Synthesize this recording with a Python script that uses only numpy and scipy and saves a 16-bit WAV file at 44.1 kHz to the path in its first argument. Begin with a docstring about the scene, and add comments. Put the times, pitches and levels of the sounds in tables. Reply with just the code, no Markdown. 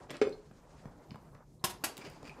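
"""In a small quiet room, sleeves rustle, plastic drags over a bench and a hand knocks a plastic tub;
soft bumps follow, then long steel tweezers clack twice on a metal table top and are dragged and lifted.
Struck bodies are damped resonators set ringing by impulses, with bursts of dying noise for the clatter.
Rustle is flickering filtered noise, dragging is a train of random grains, and ticks are tiny noise puffs.
A diffuse tail follows all but the rustle and the room tone; the two channels differ by a faint noise."""
import sys
import numpy as np
from scipy import signal
from scipy.fft import rfft, irfft, next_fast_len
from scipy.io import wavfile

SR = 44100
rng = np.random.default_rng(int(sys.argv[2]) if len(sys.argv) > 2 else 0)


def pcm_store(signal):
    """Save signal as 16-bit PCM."""
    levels = np.round(np.clip(np.atleast_2d(signal), -1, 1) * 32767)
    wavfile.write(sys.argv[1], SR, levels.astype(np.int16).T)


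def invert_db(x):
    """Field ratio 10**(x/20) for x, a level in decibels (scalar or array-like)."""
    u = np.asarray(x, float) / 20
    return 10 ** u


N = 105840

# Limits of the half-octave bands. Each entry: frequency in Hz.
BAND_LIMITS = 20 * 2 ** np.arange(0, 9.8, .5)
BANDS = list(zip(BAND_LIMITS, BAND_LIMITS[1:]))


def rms_one(x):
    """Normalisation: divide by the root mean square."""
    return x / np.sqrt(np.mean(x ** 2) + 1e-20)


def at_hz(points, hz):
    """Interpolation on a logarithmic frequency axis: read the second column of a table."""
    points = np.array(points)
    return np.interp(np.log(hz), np.log(points[:, 0]), points[:, 1])


def in_time(rows, column, outside_db):
    """Linear interpolation in time: one column of a level curve at every sample."""
    rows = np.array(rows)
    return np.interp(np.arange(N) / SR, rows[:, 0], rows[:, column], outside_db, outside_db)


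def band_pass(x, limits):
    """Butterworth band-pass filter between two frequencies in Hz."""
    return signal.sosfilt(signal.butter(2, limits, "band", fs=SR, output="sos"), x)


def drift(rate):
    """Low-passed random fluctuation of rms 1: two equal poles at the rate in Hz."""
    hop = 40  # samples between the slow values
    pole = np.exp(-2 * np.pi * rate * hop / SR)
    white = rng.standard_normal(N // hop + 2002)
    slow = signal.lfilter([1], [1, -2 * pole, pole * pole], white)[2000:]  # settled part
    return np.interp(np.arange(N) / hop, np.arange(len(slow)), rms_one(slow))


def ring(clicks, hz, t60):
    """Damped resonator: a unit impulse starts a sine of height 1 that falls 60 dB in t60 seconds."""
    radius = invert_db(-60 / (t60 * SR))
    angle = 2 * np.pi * hz / SR
    poles = [1, -2 * radius * np.cos(angle), radius * radius]
    return signal.lfilter([0, np.sin(angle)], poles, clicks + 1e-18)


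def ring_modes(clicks, modes):
    """Modal superposition: one excitation drives every damped mode (Hz, dB, t60 in seconds)."""
    return sum(invert_db(mode_db) * ring(clicks, hz, t60) for hz, mode_db, t60 in modes)


def colour(x, spectrum):
    """Minimum-phase filtering: a folded cepstrum gives the tabled spectrum without early sound."""
    size = next_fast_len(N + 8192)
    hz = np.maximum(np.fft.rfftfreq(size, 1 / SR), 1)
    cepstrum = irfft(np.log(invert_db(at_hz(spectrum, hz))), size)
    cepstrum[1:size // 2] *= 2
    cepstrum[size // 2 + 1:] = 0
    response = np.exp(rfft(cepstrum))
    return irfft(rfft(x, size) * response, size)[:N]


def noise(spectrum, patchy_db, rate):
    """Modulated noise: half-octave bands flicker together and apart; coloured, rms 1."""
    white = rng.standard_normal((2, N))
    together = drift(rate / 2)
    out = 0
    for k, limits in enumerate(BANDS):
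        flicker = invert_db(patchy_db * (together + drift(rate)))
        out = out + flicker * band_pass(white[k % 2], limits)  # neighbours use different noise
    return rms_one(colour(out, spectrum))


def click(s, db):
    """Unit-sample impulse at s seconds, scaled by a level in dB."""
    x = np.zeros(N)
    x[int(s * SR)] = invert_db(db)
    return x


def after(s, t60):
    """Exponential decay: an envelope that starts at s and falls 60 dB in t60 seconds."""
    t = np.arange(N) / SR - s
    return (t >= 0) * invert_db(-60 * np.maximum(t, 0) / t60)


def noise_after(envelope, spectrum):
    """Gated noise, then coloured; its level is set by the same noise ungated."""
    white = rng.standard_normal(N)
    return colour(white * envelope, spectrum) / colour(white, spectrum).std()


def rustle():
    """Friction noise of sleeve cloth: mids and treble swell and flicker separately."""
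    # Rustle of the sleeves. Each row: time in seconds, level of the mids in dB, level of the treble in dB.
    levels = [(0, -49.5, -68), (.035, -50, -62.5), (.08, -61, -73.5), (.3, -54, -71), (.47, -64.5, -72),
              (.66, -63, -74), (.8, -55.5, -65.5), (.9, -61.5, -74), (1.15, -60, -71.5),
              (1.3, -62.5, -74.5), (1.42, -61, -78.5), (1.53, -100, -81), (1.64, -61.5, -91),
              (1.9, -55.5, -61.5), (2.2, -54.5, -66.5), (2.4, -57.5, -67.5)]
    # Spectra of the mids and the treble. Each row: frequency in Hz, relative level in dB.
    mid_spectrum = [(100, -37.5), (250, 4), (1000, -1), (2000, -18), (4000, -42)]
    top_spectrum = [(1500, -5.5), (3000, -12.5), (7000, -12.5), (10000, -23.5), (16000, -40)]
    mid = invert_db(in_time(levels, 1, -90)) * noise(mid_spectrum, patchy_db=3.0, rate=13.8)
    top = invert_db(in_time(levels, 2, -90)) * noise(top_spectrum, patchy_db=1.3, rate=28)
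    return mid + top


def room_tone():
    """Background noise: a low coloured noise of constant mean level whose bands flicker."""
    # Spectrum of the room tone. Each row: frequency in Hz, relative level in dB.
    spectrum = [(15, -20), (35, 0), (100, -7), (150, 0), (250, -12), (600, -21.5), (2000, -55), (6000, -42),
                (15500, -46.5)]
    return invert_db(-58.5) * noise(spectrum, patchy_db=-2.6, rate=12)


def scrapes():
    """Stick-slip as dense uneven random grains in a broad colour; dragged steel adds resonances."""
    # Drags over the bench, first plastic, then steel. Each row: time in seconds, level in dB.
    drags = [
        [(.085, -80), (.097, -51.5), (.111, -37.5), (.123, -51), (.145, -46.5), (.173, -51.5), (.193, -84)],
        [(1.99, -63), (2.017, -51.5), (2.035, -63), (2.051, -49), (2.1, -60.5), (2.221, -77), (2.259, -51),
         (2.285, -53.5), (2.297, -57), (2.323, -93), (2.4, -70)],
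    ]
    # Broad colour of both. Each row: frequency in Hz, relative level in dB.
    spectrum = [(59, -13), (100, -7), (411, 1), (917, -13), (1590, -10), (5170, -23), (15500, -52.5)]
    # Resonances of the steel. Each row: frequency in Hz, bandwidth in Hz, relative level in dB.
    steel_peaks = [(2480, 820, -6.5), (4740, 550, -7.5), (6500, 940, -22)]
    grains_per_s, grain_db = 2600, 2
    density = grains_per_s * invert_db(4.0 * drift(60))  # the grain rate itself fluctuates
    starts = rng.random(N) < density / SR
    heights = invert_db(grain_db * np.minimum(rng.exponential(1, N), 4))
    grains = starts * heights * rng.choice([-1, 1], N)
    body = rms_one(colour(grains, spectrum))
    metal = 0
    for hz, width, db in steel_peaks:
        t60 = np.log(1000) / np.pi / width  # a wider resonance dies sooner
        metal = metal + invert_db(db) * rms_one(ring(grains, hz, t60))
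    plastic, steel = (invert_db(in_time(rows, 1, -150)) for rows in drags)
    return (invert_db(-0.5) * plastic + invert_db(-4.5) * steel) * body + invert_db(-2.5) * steel * metal


def ticks():
    """Brief contacts as exponentially dying noise puffs, each with its own spectral peak."""
    # Small dry ticks. Each row: start in seconds, level in dB, strongest frequency in Hz, top frequency in Hz.
    tick_rows = [(0.0972, -40, 1790, 5870), (0.1049, -37, 1900, 9000), (.110, -43.5, 2500, 15000),
                 (0.168, -44, 4000, 9650), (0.242, -52, 5120, 9000), (0.294, -52, 6500, 9100),
                 (1.1074, -43, 2430, 5400), (1.1093, -42, 547, 1300), (1.348, -59, 2370, 8200),
                 (1.9695, -41.5, 2580, 14900), (1.9784, -38, 2570, 14700), (2.052, -60, 5900, 12500),
                 (2.10, -53, 9400, 15000), (2.229, -55, 4030, 9900)]
    t60 = 0.009  # s
    out = 0
    for s, db, hz, top_hz in tick_rows:
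        spectrum = [(hz / 4, -22), (hz, 0), (top_hz, -8), (1.43 * top_hz, -45)]
        out = out + invert_db(db) * noise_after(after(s, t60), spectrum)
    return out


def tub():
    """Modal impact: a softened impulse rings the tub, and its walls add a short noisy clatter."""
    # Knocks of the hand. Each row: start in seconds, level in dB, clatter relative to it in dB.
    knocks = [(0.215, -16, -15), (0.2219, -26, -10.5), (0.2709, -26, -46)]
    # Modes of the tub. Each row: frequency in Hz, relative level in dB, 60 dB decay time in seconds.
    modes = [(262, -15, 0.08), (362, -13, 0.05), (422, 0, 0.07), (522, -7, 0.05), (780, -14, .04),
             (1070, -14, .03), (1555, -4, .045), (2184, -1, .05), (2455, -2, .045)]
    # Spectrum of the wall clatter. Each row: frequency in Hz, relative level in dB.
    clatter_spectrum = [(300, 7), (800, 2), (2200, 0), (5000, -8.5), (8500, -21), (12000, -64)]
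    clatter_t60, soft_hz = 0.056, 840  # s, upper limit of the touch in Hz
    out = 0
    for s, db, clatter_db in knocks:
        touch = band_pass(click(s, db), [300, soft_hz])
        clatter = noise_after(after(s, clatter_t60), clatter_spectrum)
        out = out - ring_modes(touch, modes) + invert_db(db + clatter_db) * clatter
    return out


def pings():
    """Resonance driven by noise: faint breathy pings of the steel, one narrow dying band each."""
    # Pings. Each row: start in seconds, level in dB, frequency in Hz, 60 dB decay time in seconds.
    ping_rows = [(0.324, -55, 4240, 0.083), (1.595, -71, 4030, 0.061), (2.01, -52.5, 2280, 0.13),
                 (2.053, -48, 2810, 0.052), (2.295, -49, 2500, 0.044)]
    out = 0
    for s, db, hz, t60 in ping_rows:
        breath = rms_one(ring(rng.standard_normal(N), hz, 0.013))
        out = out + invert_db(db) * after(s, t60) * breath
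    return out


def bumps():
    """Soft impact: two resonators in series give a low push, and a dull noise puff lies on top."""
    # Bumps on the bench. Each row: start in seconds, level in dB, dull puff relative to it in dB.
    bump_rows = [(0.512, -37.5, -9), (0.856, -31, -11.5), (1.1159, -29.5, -15), (1.1451, -33.5, -10.5),
                 (1.158, -43, 3.5), (1.351, -52, 7), (1.985, -38, -9), (2.231, -37, -5)]
    push_hz, push_t60 = 184.7, 0.023  # Hz, s
    dull = [(100, -6), (500, 0), (1300, -10), (8000, -40)]  # Hz, dB
    blows = sum(click(s, db - 31.5) for s, db, _ in bump_rows)
    push = ring(ring(blows, push_hz, push_t60), push_hz, push_t60 / 2)
    puffs = sum(invert_db(db + puff_db) * noise_after(after(s, 0.013), dull) for s, db, puff_db in bump_rows)
    return push + puffs


def clacks():
    """Chattering impact: a burst of contacts rings the modes; the sheet adds a broad dying crash."""
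    # Clacks; the first bounces once. Each row: start in seconds, level in dB, chatter length in seconds,
    # tweezers as an index (0 first, 1 second).
    clack_rows = [(1.64, -20.5, 0.0085, 0), (1.695, -37.5, 0.015, 0), (1.8388, -21.5, 0.0081, 1)]
    # Modes of the first and the second tweezers with the table under them. Each row: frequency in Hz,
    # relative level in dB, 60 dB decay time in seconds.
    first_modes = [(208, -6, .1), (360, 0, .1), (625, -8, .025), (830, -6, .025), (960, -4, .03),
                   (1060, 1, .045), (1650, -5, .05), (3575, -6, .09), (4080, -3, .055), (5146, 0, .04)]
    second_modes = [(335, -5, .1), (807, -3, .09), (1460, -2, .025), (1575, -1, .04), (2570, -3, .05),
                    (2750, -2, .05), (3450, -4, .04), (4097, -3, .045), (4530, -3, .045)]
    # Broad crash of the sheet metal. Each row: frequency in Hz, relative level in dB.
    crash_spectrum = [(90, -31), (250, -13), (800, 2), (2000, -4), (6000, -4.5), (12000, -4),
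                      (15500, -18.5)]
    contacts_per_s, contact_share = 3800, 0.25  # share: contact height beside the opening click
    ring_db, crash_db = -13, -8.5
    crash_t60, crash_rise = 0.061, 0.003  # s
    t = np.arange(N) / SR
    out = 0
    for s, db, length, which in clack_rows:
        contacts = (rng.random(N) < contacts_per_s / SR) * rng.standard_normal(N)
        chatter = contacts * (t > s) * after(s, 4 * length) * contact_share
        modes = (first_modes, second_modes)[int(round(which))]
        rings = ring_modes(chatter + click(s, 0), modes)
        # the crash rises and holds through the chatter, then dies
        rise = np.clip((t - s) / crash_rise, 0, 1) * (t < s + length)
        hold = np.maximum(after(s + length, crash_t60), rise)
        crash = noise_after(hold, crash_spectrum)
        out = out + invert_db(db + ring_db) * rings + invert_db(db + crash_db) * crash
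    return out


def room(x):
    """Diffuse reverberation: convolution with noise that decays at its own rate in each band."""
    # Decay of the room. Each row: frequency in Hz, 60 dB decay time in seconds.
    decay = [(150, 0.34), (500, 0.31), (3700, 0.26), (9700, 0.18), (14000, 0.048)]
    tail_db, delay = -8, 0.0026  # dB of the whole tail, s before it begins
    t = np.arange(SR // 2) / SR
    white = rng.standard_normal((2, SR // 2))
    tail = 0
    for k, limits in enumerate(BANDS):
        tail = tail + band_pass(white[k % 2], limits) * invert_db(-60 * t / at_hz(decay, limits[0]))
    tail = tail * (t > delay)
    tail = tail / np.sqrt(np.sum(tail ** 2))
    return invert_db(tail_db) * signal.fftconvolve(x, tail)[:N]


def scene():
    """Superposition at one microphone; small sources radiate little bass, hence the high-pass."""
    near = scrapes() + ticks() + tub() + pings() - bumps() + clacks()
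    near = signal.sosfilt(signal.butter(2, 90, "high", fs=SR, output="sos"), near)  # Hz
    mid = near + room(near) + rustle() + room_tone()
    return np.array([mid, mid])


def band_limit(x):
    """A steep low-pass at the top of the band."""
    return signal.sosfilt(signal.butter(12, 17000, fs=SR, output="sos"), x)


def record(dry):
    """Multiplicative noise in opposite signs parts the two channels; a low-pass cuts the top."""
    # Spectrum of the difference. Each row: frequency in Hz, relative level in dB.
    trace_spectrum = [(300, -38), (1200, -13), (5600, -9), (16000, -16)]
    trace = colour(dry[0] * rng.standard_normal(N), trace_spectrum)
    both = dry + invert_db(-17.5) * trace * [[1], [-1]]
    top_cut = signal.cheby2(12, 30, 16000, fs=SR, output="sos")  # 30 dB down from 16000 Hz
    mix = signal.sosfilt(top_cut, both)
    return band_limit(mix)


dry = scene()
out = record(dry)
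pcm_store(out)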